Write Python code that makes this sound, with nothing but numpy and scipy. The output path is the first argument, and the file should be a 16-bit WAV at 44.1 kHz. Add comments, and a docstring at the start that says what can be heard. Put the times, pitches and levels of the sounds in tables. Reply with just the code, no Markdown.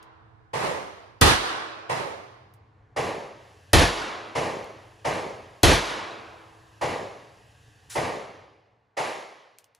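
"""Indoor shooting range

Three loud shots from a near booth and eight duller ones from a far lane ring down a concrete hall: decaying
noise, with low modes under each shot and a bright crack on the near ones. An earlier near shot still rings at 0 s.
Ventilation is coloured noise, joined in the middle by a steady bright hiss; clicks and one close hiss are noise bursts.
At 2.1 s the microphone pair zooms in, changing the stereo image; near the end a low cut thins the bass."""
import sys
import numpy as np
from scipy import signal
from scipy.fft import rfft, irfft, next_fast_len
from scipy.io import wavfile
from scipy.ndimage import uniform_filter1d

SR = 44100
rng = np.random.default_rng(int(sys.argv[2]) if len(sys.argv) > 2 else 0)


def output_pcm(signal):
    """Save a mono or channel-first signal as 16-bit PCM at the path in sys.argv[1].

    Samples are clipped to [-1, 1] before scaling.
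    """
    pcm = np.clip(np.atleast_2d(signal).T, -1, 1) * 32767
    wavfile.write(sys.argv[1], SR, np.round(pcm).astype(np.int16))


def natural_amplitude(level_db):
    """Convert a level in decibels to a linear amplitude factor, elementwise."""
    exponent = np.asarray(level_db, float) / 20
    return 10 ** exponent


N = 431725  # length in samples

# Ventilation rush, relative spectrum: freq_hz [Hz], level_db [dB]
AIR_COLOUR = [(18, -46.5), (30, -17.5), (80, -10), (108, -3), (140, -16), (324, -22), (399, -23),
              (432, -15), (639, -25.5), (709, -15), (1200, -20), (1820, -20.5), (2360, -24.5),
              (2620, -28.5), (9940, -38), (15500, -56.5)]
# Duct tones as narrow noise bands: freq_hz [Hz], width_hz [Hz], level_db [dB, relative]
DUCT_TONES = [(112, 11, -4.5), (300, 12, -23.5), (430, 20, -22.5), (1126.4, 30, -25)]
AIR_DB, AIR_DULL_DB_PER_OCT = -53.5, -7  # level setting; treble slope, mostly above 1 kHz
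AIR_LOW_DB, AIR_LOW_HZ = -0.5, 170  # slight shelf on the lows
SINK_FROM_S, SINK_S, SINK_DB = 8.38, 0.22, -6  # the ventilation sinks near the end

# Steady bright hiss, relative spectrum: freq_hz [Hz], level_db [dB]
BRIGHT_COLOUR = [(710, -59), (1200, -25.5), (1420, -18.5), (1600, 1.5), (1930, -2.5), (2260, -19),
                 (2570, -2.5), (4050, -12), (4790, -10.5), (10100, -16), (15000, -28)]
BRIGHT_FROM_S, BRIGHT_TO_S, BRIGHT_EDGE_S, BRIGHT_DB = 3.3, 8.1, 0.15, -61.5

# Metal clicks: start_s [s], level_db [dB], centre_hz [Hz], t60_s [s], left_over_right_db [dB]
CLICKS = [(0.0287, -46, 3630, 0.084, 1.5), (1.6502, -50, 3880, 0.046, -4), (2.5381, -47, 10080, 0.095, -3),
          (4.6434, -40, 3120, 0.07, 0.0), (9.5855, -35, 3950, 0.11, 3.5), (9.6425, -43, 5220, 0.083, -3),
          (9.7489, -42.5, 3010, 0.13, 3.5)]
# Short close hiss, relative spectrum: freq_hz [Hz], level_db [dB]
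HISS_COLOUR = [(470, -26), (800, -14), (1660, -4.5), (2130, -7), (7100, -7), (8550, -3), (10200, -4),
               (11900, -12), (15500, -20.5)]
HISS_S, HISS_DB, HISS_RISE_S, HISS_HOLD_S, HISS_T60_S = 7.893, -41, 0.0093, 0.047, 0.42

# Far-lane shots: start_s [s], level_db [dB], hold_s [s before the roar decays]
FAR_SHOTS = [(0.533, -18, 0.14), (1.894, -17, 0.024), (2.963, -17, .02), (4.351, -16.5, .03),
             (5.047, -16.5, 0.033), (6.812, -17, 0.022), (7.953, -16.5, 0.028), (8.969, -17, 0.033)]
# Far roar, relative spectrum: freq_hz [Hz], level_db [dB]
FAR_COLOUR = [(24, -47.5), (45, -24), (85, -13), (136, -2.5), (230, -14.5), (330, -8), (450, -1), (760, -4),
              (1100, -7), (1450, -16.5), (2000, -12.5), (2700, -17.5), (3500, -23), (7300, -29),
              (10500, -32), (12200, -44), (15500, -50)]
# Hall decay heard from the far lane: freq_hz [Hz], t60_s [s]
LANE_T60 = [(50, 0.9), (150, 0.9), (400, 1.046), (1000, 1.04), (2500, 1.05), (5000, 1.035), (8000, 0.74),
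            (14000, 0.82)]
# Bunched far returns from the end walls: delay_s [s], lift_db [dB], spread_s [s]
FAR_RETURNS = [(.001, -1.5, .012), (0.021, -1, 0.0072), (0.064, -1.5, .015), (.12, 1.5, 0.14)]
# Low hall modes pushed by a far shot: pitch_hz [Hz], level_db [dB re the roar], t60_s [s]
LANE_THUMP = [(127.3, -13.5, 0.37), (152, -16.5, .35)]
FAR_RISE_MS, FAR_BRIGHT_DB_PER_OCT = 5.5, 0.075

# Near-booth shots: start_s [s], level_db [dB], rise_ms [ms], bright [dB per octave], boom_db [dB]
NEAR_SHOTS = [(1.2126, -3, 7.5, 0.07, -5), (3.7321, -3.5, 2.2, 0.15, 0), (5.6322, -3.5, 2.2, 0.25, -1.5)]
# Near roar, relative spectrum: freq_hz [Hz], level_db [dB]
NEAR_COLOUR = [(24, -46), (45, -14), (80, -5.5), (150, -10), (220, -12), (400, -9), (800, -13),
               (1400, -16.5), (2300, -18.5), (4000, -21), (7500, -28), (10400, -25.5), (12200, -36),
               (15500, -40)]
# Booth decay: freq_hz [Hz], t60_s [s]
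BOOTH_T60 = [(50, 0.55), (300, 0.37), (1500, 0.35), (6000, 0.29), (14000, 0.14)]
# Hall decay behind the booth: freq_hz [Hz], t60_s [s]
HALL_T60 = [(50, .6), (150, 1.1), (400, 1.44), (1000, 1.664), (2500, 1.283), (5000, 1.07), (8000, 0.83),
            (14000, 0.54)]
# Hall level against the booth: freq_hz [Hz], level_db [dB]
HALL_UNDER_BOOTH = [(60, -24.5), (200, -12), (600, -5.5), (1200, -3.5), (3000, -3), (12000, -4.5)]
# Bunched near returns from the end walls: delay_s [s], lift_db [dB], spread_s [s]
NEAR_RETURNS = [(.012, 1, .015), (.044, -0.5, 0.008), (.062, 1, .012), (.1, 4, .04), (.2, -2.5, 0.05),
                (.3, 0.5, 0.051)]
# Low booth modes: pitch_hz [Hz], level_db [dB, before each shot's boom_db], t60_s [s]
BOOM_MODES = [(48, -14.5, 0.54), (76.4, -3, 0.27), (93.8, -6.5, 0.28), (144.6, -4, 0.15)]
# Hall modes that outlast the roar: pitch_hz [Hz], level_db [dB re the roar], t60_s [s]
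RING_MODES = [(326.5, -38.5, 2.8), (437, -39.5, 2.2), (505, -38, 0.84), (695, -40, 1.9), (917, -41.5, 2.1),
              (1020, -40, 2.8), (1118, -37.5, 1.9), (1300, -42, 1.4)]
NEAR_HOLD_S = 0.0064  # the roar holds before it decays
EARLIER_AGO_S = 0.83  # one more shot like the first, its tail still ringing at the start
CRACK_DB, CRACK_PEAK_S, CRACK_LOW_HZ, CRACK_TOP_HZ = -3.5, 0.00074, 3500, 11000  # muzzle crack

# Likeness of two shots from one place: freq_hz [Hz], likeness [0 to 1]
REPEAT = [(100, .95), (700, 0.79), (2500, .55), (7000, .25)]
SLAPS_PER_S, SLAP_SHARE, SLAP_TOP_HZ = 220, 0.39, 1480  # single dull wall echoes in the roar

# Wide pair, left-right likeness: freq_hz [Hz], likeness [0 to 1]
WIDE_SAME = [(60, 0.85), (200, 0.28), (600, 0.4), (1500, 0.12), (4000, 0.13), (12000, 0.086)]
# Wide pair, balance: freq_hz [Hz], left_over_right_db [dB]
WIDE_BALANCE = [(60, -2.5), (180, -4.5), (550, -3.5), (1650, -3), (4970, -1), (15000, -1)]
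# Wide pair, tone: freq_hz [Hz], level_db [dB]
WIDE_COLOUR = [(60, -3), (250, -1.8), (600, -2), (900, 1), (1400, 3.5), (2200, 0), (4000, 2.5), (9000, 0),
               (13000, 3)]
# Zoomed pair, left-right likeness: freq_hz [Hz], likeness [0 to 1, below 0 counts as 0]
ZOOM_SAME = [(60, 0.93), (110, 0.99), (200, 0.85), (380, 0.95), (700, 0.67), (1290, 0.22), (2380, 0.92),
             (4400, 1), (8120, 0.97), (15000, -0.55)]
# Zoomed pair, balance: freq_hz [Hz], left_over_right_db [dB]
ZOOM_BALANCE = [(60, 1.5), (180, 0.31), (550, -0.5), (1650, -0.87), (4970, 0.0), (15000, 0.0)]
ZOOM_S, WIDE_LAG_S = 2.1, 0.00036

# Band that sounds weak from 2.1 s on: freq_hz [Hz], width_hz [Hz], level_db [dB]
LATER_WEAK_BAND = (8500, 380, -14.5)
# Band that sounds weak throughout: freq_hz [Hz], width_hz [Hz], level_db [dB]
WEAK_BAND = (12050, 330, -22)
MIC_LOW_HZ, MIC_TOP_HZ = 38, 15300
LOW_CUT_FROM_S, LOW_CUT_S = 8.1, 1.13
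LOW_CUT_START_HZ, LOW_CUT_END_HZ, LOW_CUT_SLOPE = 37, 940, 1.7


def read(points, hz):
    """Reads a spectrum table at the frequencies hz, along a log frequency axis."""
    f, value = np.transpose(points)
    return np.interp(np.log(hz + 1), np.log(f + 1), value)


def ramp(t, start, length):
    """Goes from 0 to 1 in a straight line."""
    return np.clip((t - start) / max(length, 0.001), 0, 1)


def add(mix, start_s, sound):
    """Mixes in a two-channel sound, which may begin before time zero."""
    at = round(start_s * SR)
    sound = sound[:, max(-at, 0):]
    part = mix[:, max(at, 0):][:, :sound.shape[1]]
    part += sound[:, :part.shape[1]]


def spectrum_grid(seconds, size):
    """Bin frequencies (column) and frame times (row) of a short-time spectrum."""
    hz = np.fft.rfftfreq(size, 1 / SR)[:, None]
    t = np.arange(int(seconds * SR * 4 / size) + 1) * size / 4 / SR
    return hz, t


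def noise_fields(hz, t):
    """Two unrelated complex noise fields over frequency and time."""
    re, im = rng.standard_normal((2, 2, len(hz), len(t)))
    return re + 1j * im


def blend(a, b, same):
    """Mixes a and b at constant power, so the result is like a by the share same."""
    same = np.clip(same, 0, 1)
    return same * a + np.sqrt(1 - same ** 2) * b


def patches(hz, t, bins, frames):
    """Smooth random bumps over frequency and time, with a spread of 1."""
    bumps = rng.standard_normal((len(hz), len(t)))
    bumps = uniform_filter1d(bumps, bins, 0)
    bumps = uniform_filter1d(bumps, frames, 1)
    return bumps / bumps.std()


def microphone_pair(fields, hz, wide):
    """Turns two fields into left and right; the wide pair hears the right late, the zoomed one hears both together."""
    same = np.where(wide, read(WIDE_SAME, hz), read(ZOOM_SAME, hz))
    tilt_db = np.where(wide, read(WIDE_BALANCE, hz), read(ZOOM_BALANCE, hz)) / 2
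    fields = fields * natural_amplitude(np.where(wide, read(WIDE_COLOUR, hz), 0))
    late = np.exp(-2j * np.pi * hz * WIDE_LAG_S * wide)
    left = fields[0] * natural_amplitude(tilt_db)
    right = blend(fields[0], fields[1], same) * late * natural_amplitude(-tilt_db)
    size = 2 * len(hz) - 2
    return signal.istft(np.array([left, right]), nperseg=size, noverlap=size * 3 // 4)[1]


def later_weak_band(fields, hz, early):
    """From 2.1 s on, one band of the treble sounds weak."""
    centre_hz, width_hz, level_db = LATER_WEAK_BAND
    weak_db = level_db * np.exp(-((hz - centre_hz) / width_hz) ** 2)
    return fields * natural_amplitude(np.where(early, 0, weak_db))


def to_stereo(fields, hz, early):
    """Left and right of a sound, heard by the wide pair early on and by the zoomed pair later."""
    return microphone_pair(later_weak_band(fields, hz, early), hz, early)


def ventilation():
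    """Air rush with faint slow patches and wavering duct tones, plus a bright hiss that comes and goes."""
    hz, t = spectrum_grid(N / SR + 0.089, size=2048)
    drift_db = patches(hz, t, bins=20, frames=8)
    rush = natural_amplitude(read(AIR_COLOUR, hz))
    rush = rush / np.linalg.norm(rush)
    rush = rush * natural_amplitude(drift_db + AIR_DULL_DB_PER_OCT * np.log2(hz / 1000 + 1))
    tones = sum(natural_amplitude(level_db) * np.exp(-((hz - f) / width_hz) ** 2) for f, width_hz, level_db in DUCT_TONES)
    low_shelf = natural_amplitude(AIR_LOW_DB / (1 + (hz / AIR_LOW_HZ) ** 2))
    air = np.hypot(rush, tones) * low_shelf * natural_amplitude(AIR_DB + SINK_DB * ramp(t, SINK_FROM_S, SINK_S))
    bright = natural_amplitude(read(BRIGHT_COLOUR, hz))
    bright = bright / np.linalg.norm(bright)
    on = ramp(t, BRIGHT_FROM_S, BRIGHT_EDGE_S) - ramp(t, BRIGHT_TO_S, BRIGHT_EDGE_S)
    bright = bright * natural_amplitude(BRIGHT_DB + drift_db) * on
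    fields = noise_fields(hz, t) * np.hypot(air, bright)
    return to_stereo(fields, hz, t < ZOOM_S)[:, :N]


def clicks():
    """Small metal taps: band-passed noise with a sharp tick and a brief bright rattle."""
    out = np.zeros((2, N))
    t = np.arange(SR // 8) / SR
    for start_s, level_db, centre_hz, t60_s, pan_db in CLICKS:
        envelope = np.exp(-t / 0.00097) + 0.22 * natural_amplitude(-60 * t / t60_s)
        rattle = rng.standard_normal(len(t)) * envelope
        band_hz = [max(0.39 * centre_hz, 500), min(2.7 * centre_hz, 18000)]
        tap = signal.lfilter(*signal.butter(1, band_hz, "bandpass", fs=SR), rattle)
        side_db = np.array([[pan_db], [-pan_db]]) / 2
        add(out, start_s, natural_amplitude(level_db + side_db) * tap / abs(tap).max())
    return out


def close_hiss():
    """A short bright noise burst close to the microphone: quick rise, hold, decay."""
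    hz, t = spectrum_grid(0.5, size=256)
    sound = to_stereo(noise_fields(hz, t) * natural_amplitude(read(HISS_COLOUR, hz)), hz, False)
    since = np.arange(sound.shape[1]) / SR
    rise = ramp(since, 0, HISS_RISE_S) ** 2
    fall_db = -60 * np.maximum(since - HISS_RISE_S - HISS_HOLD_S, 0) / HISS_T60_S
    out = np.zeros((2, N))
    add(out, HISS_S, rise * natural_amplitude(HISS_DB + fall_db) * sound / sound.std())
    return out


def echoes(hz, t):
    """The echo pattern of one place: dense roar plus sparse single slaps."""
    size = 2 * len(hz) - 2
    where, height = rng.random((2, 2, len(t) * size // 4))
    slaps = (where < SLAPS_PER_S / SR) * (2 * height - 1)
    slaps = signal.stft(slaps, nperseg=size, noverlap=size * 3 // 4)[2][:, :, :len(t)]
    slaps = np.sqrt(2) * slaps / slaps.std()
    return blend(slaps, noise_fields(hz, t), SLAP_SHARE / (1 + (hz / SLAP_TOP_HZ) ** 2))


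def bunching_db(returns, t):
    """How far the bunched wall returns raise or lower the tail at time t."""
    return sum(lift_db * np.exp(-((t - delay_s) / spread_s) ** 2) for delay_s, lift_db, spread_s in returns)


def shots(rows, colour, returns, tail_of, body):
    """The blast fills the hall; one place gives nearly the same lumpy echoes each time."""
    out = np.zeros((2, N))
    hz, t = spectrum_grid(1.9, size=512)
    shape = natural_amplitude(read(colour, hz) + bunching_db(returns, t))
    lumps_db = 1.5 * patches(hz, t, bins=2, frames=30)
    # one echo pattern before the zoom and another after it
    pattern = {True: echoes(hz, t), False: echoes(hz, t)}
    for start_s, level_db, hold_s, rise_ms, bright, *boom_db in rows:
        early = start_s < ZOOM_S
        fields = blend(pattern[early], noise_fields(hz, t), read(REPEAT, hz))
        tail = shape * tail_of(hz, np.maximum(t - hold_s, 0))
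        tint_db = lumps_db + bright * np.log2(hz / 1000 + 0.05)
        roar = to_stereo(fields * tail * natural_amplitude(tint_db), hz, early)
        roar = roar / np.percentile(abs(roar[:, :SR // 10]), 99.3)  # near-peak of the first 0.1 s
        since = np.arange(roar.shape[1]) / SR
        roar = roar * (1 - np.exp(-(1000 * since / rise_ms) ** 2))
        sound = roar + body(since, rise_ms, *boom_db)
        add(out, start_s - rise_ms / 2000, natural_amplitude(level_db) * sound)
    return out


def lane_tail(hz, t):
    """From afar only the hall decay is heard."""
    return natural_amplitude(-60 * t / read(LANE_T60, hz))


def thump(t, _rise_ms):
    """A far shot swells briefly in the low modes of the hall, as decaying sines."""
    modes = sum(natural_amplitude(level_db - 60 * t / t60_s) * np.sin(2 * np.pi * pitch_hz * t)
                for pitch_hz, level_db, t60_s in LANE_THUMP)
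    return modes * (1 - np.exp(-(t / 0.025) ** 2))


def far_shots():
    """Dull shots from the far lane: the hall's roar over a low thump."""
    rows = [(*row, FAR_RISE_MS, FAR_BRIGHT_DB_PER_OCT) for row in FAR_SHOTS]
    return shots(rows, FAR_COLOUR, FAR_RETURNS, lane_tail, thump)


def booth_tail(hz, t):
    """The booth rings first and louder, the hall stays behind."""
    booth = natural_amplitude(-60 * t / read(BOOTH_T60, hz))
    hall = natural_amplitude(read(HALL_UNDER_BOOTH, hz) - 60 * t / read(HALL_T60, hz))
    return np.hypot(booth, hall)


def boom(t):
    """The blast pushes the low booth modes, which swell slowly and reach the two ports a little apart."""
    turn = np.array([[0.28], [-0.28]])  # phase at left and right, radians
    modes = sum(natural_amplitude(level_db - 60 * t / t60_s) * np.sin(2 * np.pi * pitch_hz * t + (-1) ** k * turn)
                for k, (pitch_hz, level_db, t60_s) in enumerate(BOOM_MODES))
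    return modes * (1 - np.exp(-(t / 0.014) ** 2))


def ring(t):
    """Long-lived hall modes build up behind the blast, each with its own phase at each port."""
    turns = rng.random((len(RING_MODES), 2, 1)) * [[1], [0.3]]
    phase = 2 * np.pi * np.cumsum(turns, axis=1)  # left and right differ by up to 0.3 cycle
    modes = sum(natural_amplitude(level_db - 60 * t / t60_s) * np.sin(2 * np.pi * pitch_hz * t + p)
                for (pitch_hz, level_db, t60_s), p in zip(RING_MODES, phase))
    return modes * (1 - np.exp(-t / 0.12))


def crack(t):
    """A bright noise burst of a few milliseconds, nearly alike at both ports."""
    u = np.maximum(t, 0) / CRACK_PEAK_S
    a, b = rng.standard_normal((2, len(t))) * u * np.exp(1 - u)
    band = signal.butter(1, [CRACK_LOW_HZ, CRACK_TOP_HZ], "bandpass", fs=SR)
    return natural_amplitude(CRACK_DB) * signal.lfilter(*band, [a, blend(a, b, 0.74)])


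def near_body(t, rise_ms, boom_db):
    """What a near blast adds to its roar: booth boom with wall returns, hall ring and muzzle crack."""
    booth_boom = natural_amplitude(boom_db + bunching_db(NEAR_RETURNS, t)) * boom(t)
    return booth_boom + ring(t) + crack(t - rise_ms / 2000)


def near_shots():
    """Loud shots from the near booth, led by the earlier one whose tail crosses time zero."""
    earlier = (-EARLIER_AGO_S, *NEAR_SHOTS[0][1:])
    rows = [(start_s, level_db, NEAR_HOLD_S, *rest) for start_s, level_db, *rest in [earlier, *NEAR_SHOTS]]
    return shots(rows, NEAR_COLOUR, NEAR_RETURNS, booth_tail, near_body)


def scene():
    """All sources at the microphones."""
    return ventilation() + clicks() + close_hiss() + far_shots() + near_shots()


def low_cut(x):
    """Near the end a high-pass slides upward and thins the bass."""
    hz, t, z = signal.stft(x, SR, nperseg=2048, noverlap=1536)
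    edge_hz = LOW_CUT_START_HZ * (LOW_CUT_END_HZ / LOW_CUT_START_HZ) ** ramp(t, LOW_CUT_FROM_S, LOW_CUT_S)
    cut = (t > LOW_CUT_FROM_S) * (edge_hz / (hz[:, None] + 1)) ** LOW_CUT_SLOPE
    return signal.istft(z / np.sqrt(1 + cut), SR, nperseg=2048, noverlap=1536)[1][:, :N]


def treble_shape(x):
    """Rolls off the extreme treble; one band under it sounds weak."""
    size = next_fast_len(N)
    hz = np.fft.rfftfreq(size, 1 / SR)
    edge_db = -0.03 * np.maximum(hz - MIC_TOP_HZ, 0)
    centre_hz, width_hz, level_db = WEAK_BAND
    weak_db = level_db * np.exp(-((hz - centre_hz) / width_hz) ** 4)
    return irfft(rfft(x, size) * natural_amplitude(edge_db + weak_db), size)[:, :N]


def band_limit(x):
    """A steep low-pass at the top of the band."""
    return signal.sosfilt(signal.butter(12, 16490, fs=SR, output="sos"), x)


def record(dry):
    """Sliding low cut, soft overload, low band edge, then the shape of the treble."""
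    thinned = low_cut(dry)
    overloaded = 1.123 * np.tanh(thinned / 1.087)
    low_edged = signal.lfilter(*signal.butter(2, MIC_LOW_HZ, "highpass", fs=SR), overloaded)
    mix = treble_shape(low_edged)
    return band_limit(mix)


dry = scene()
out = record(dry)
output_pcm(out)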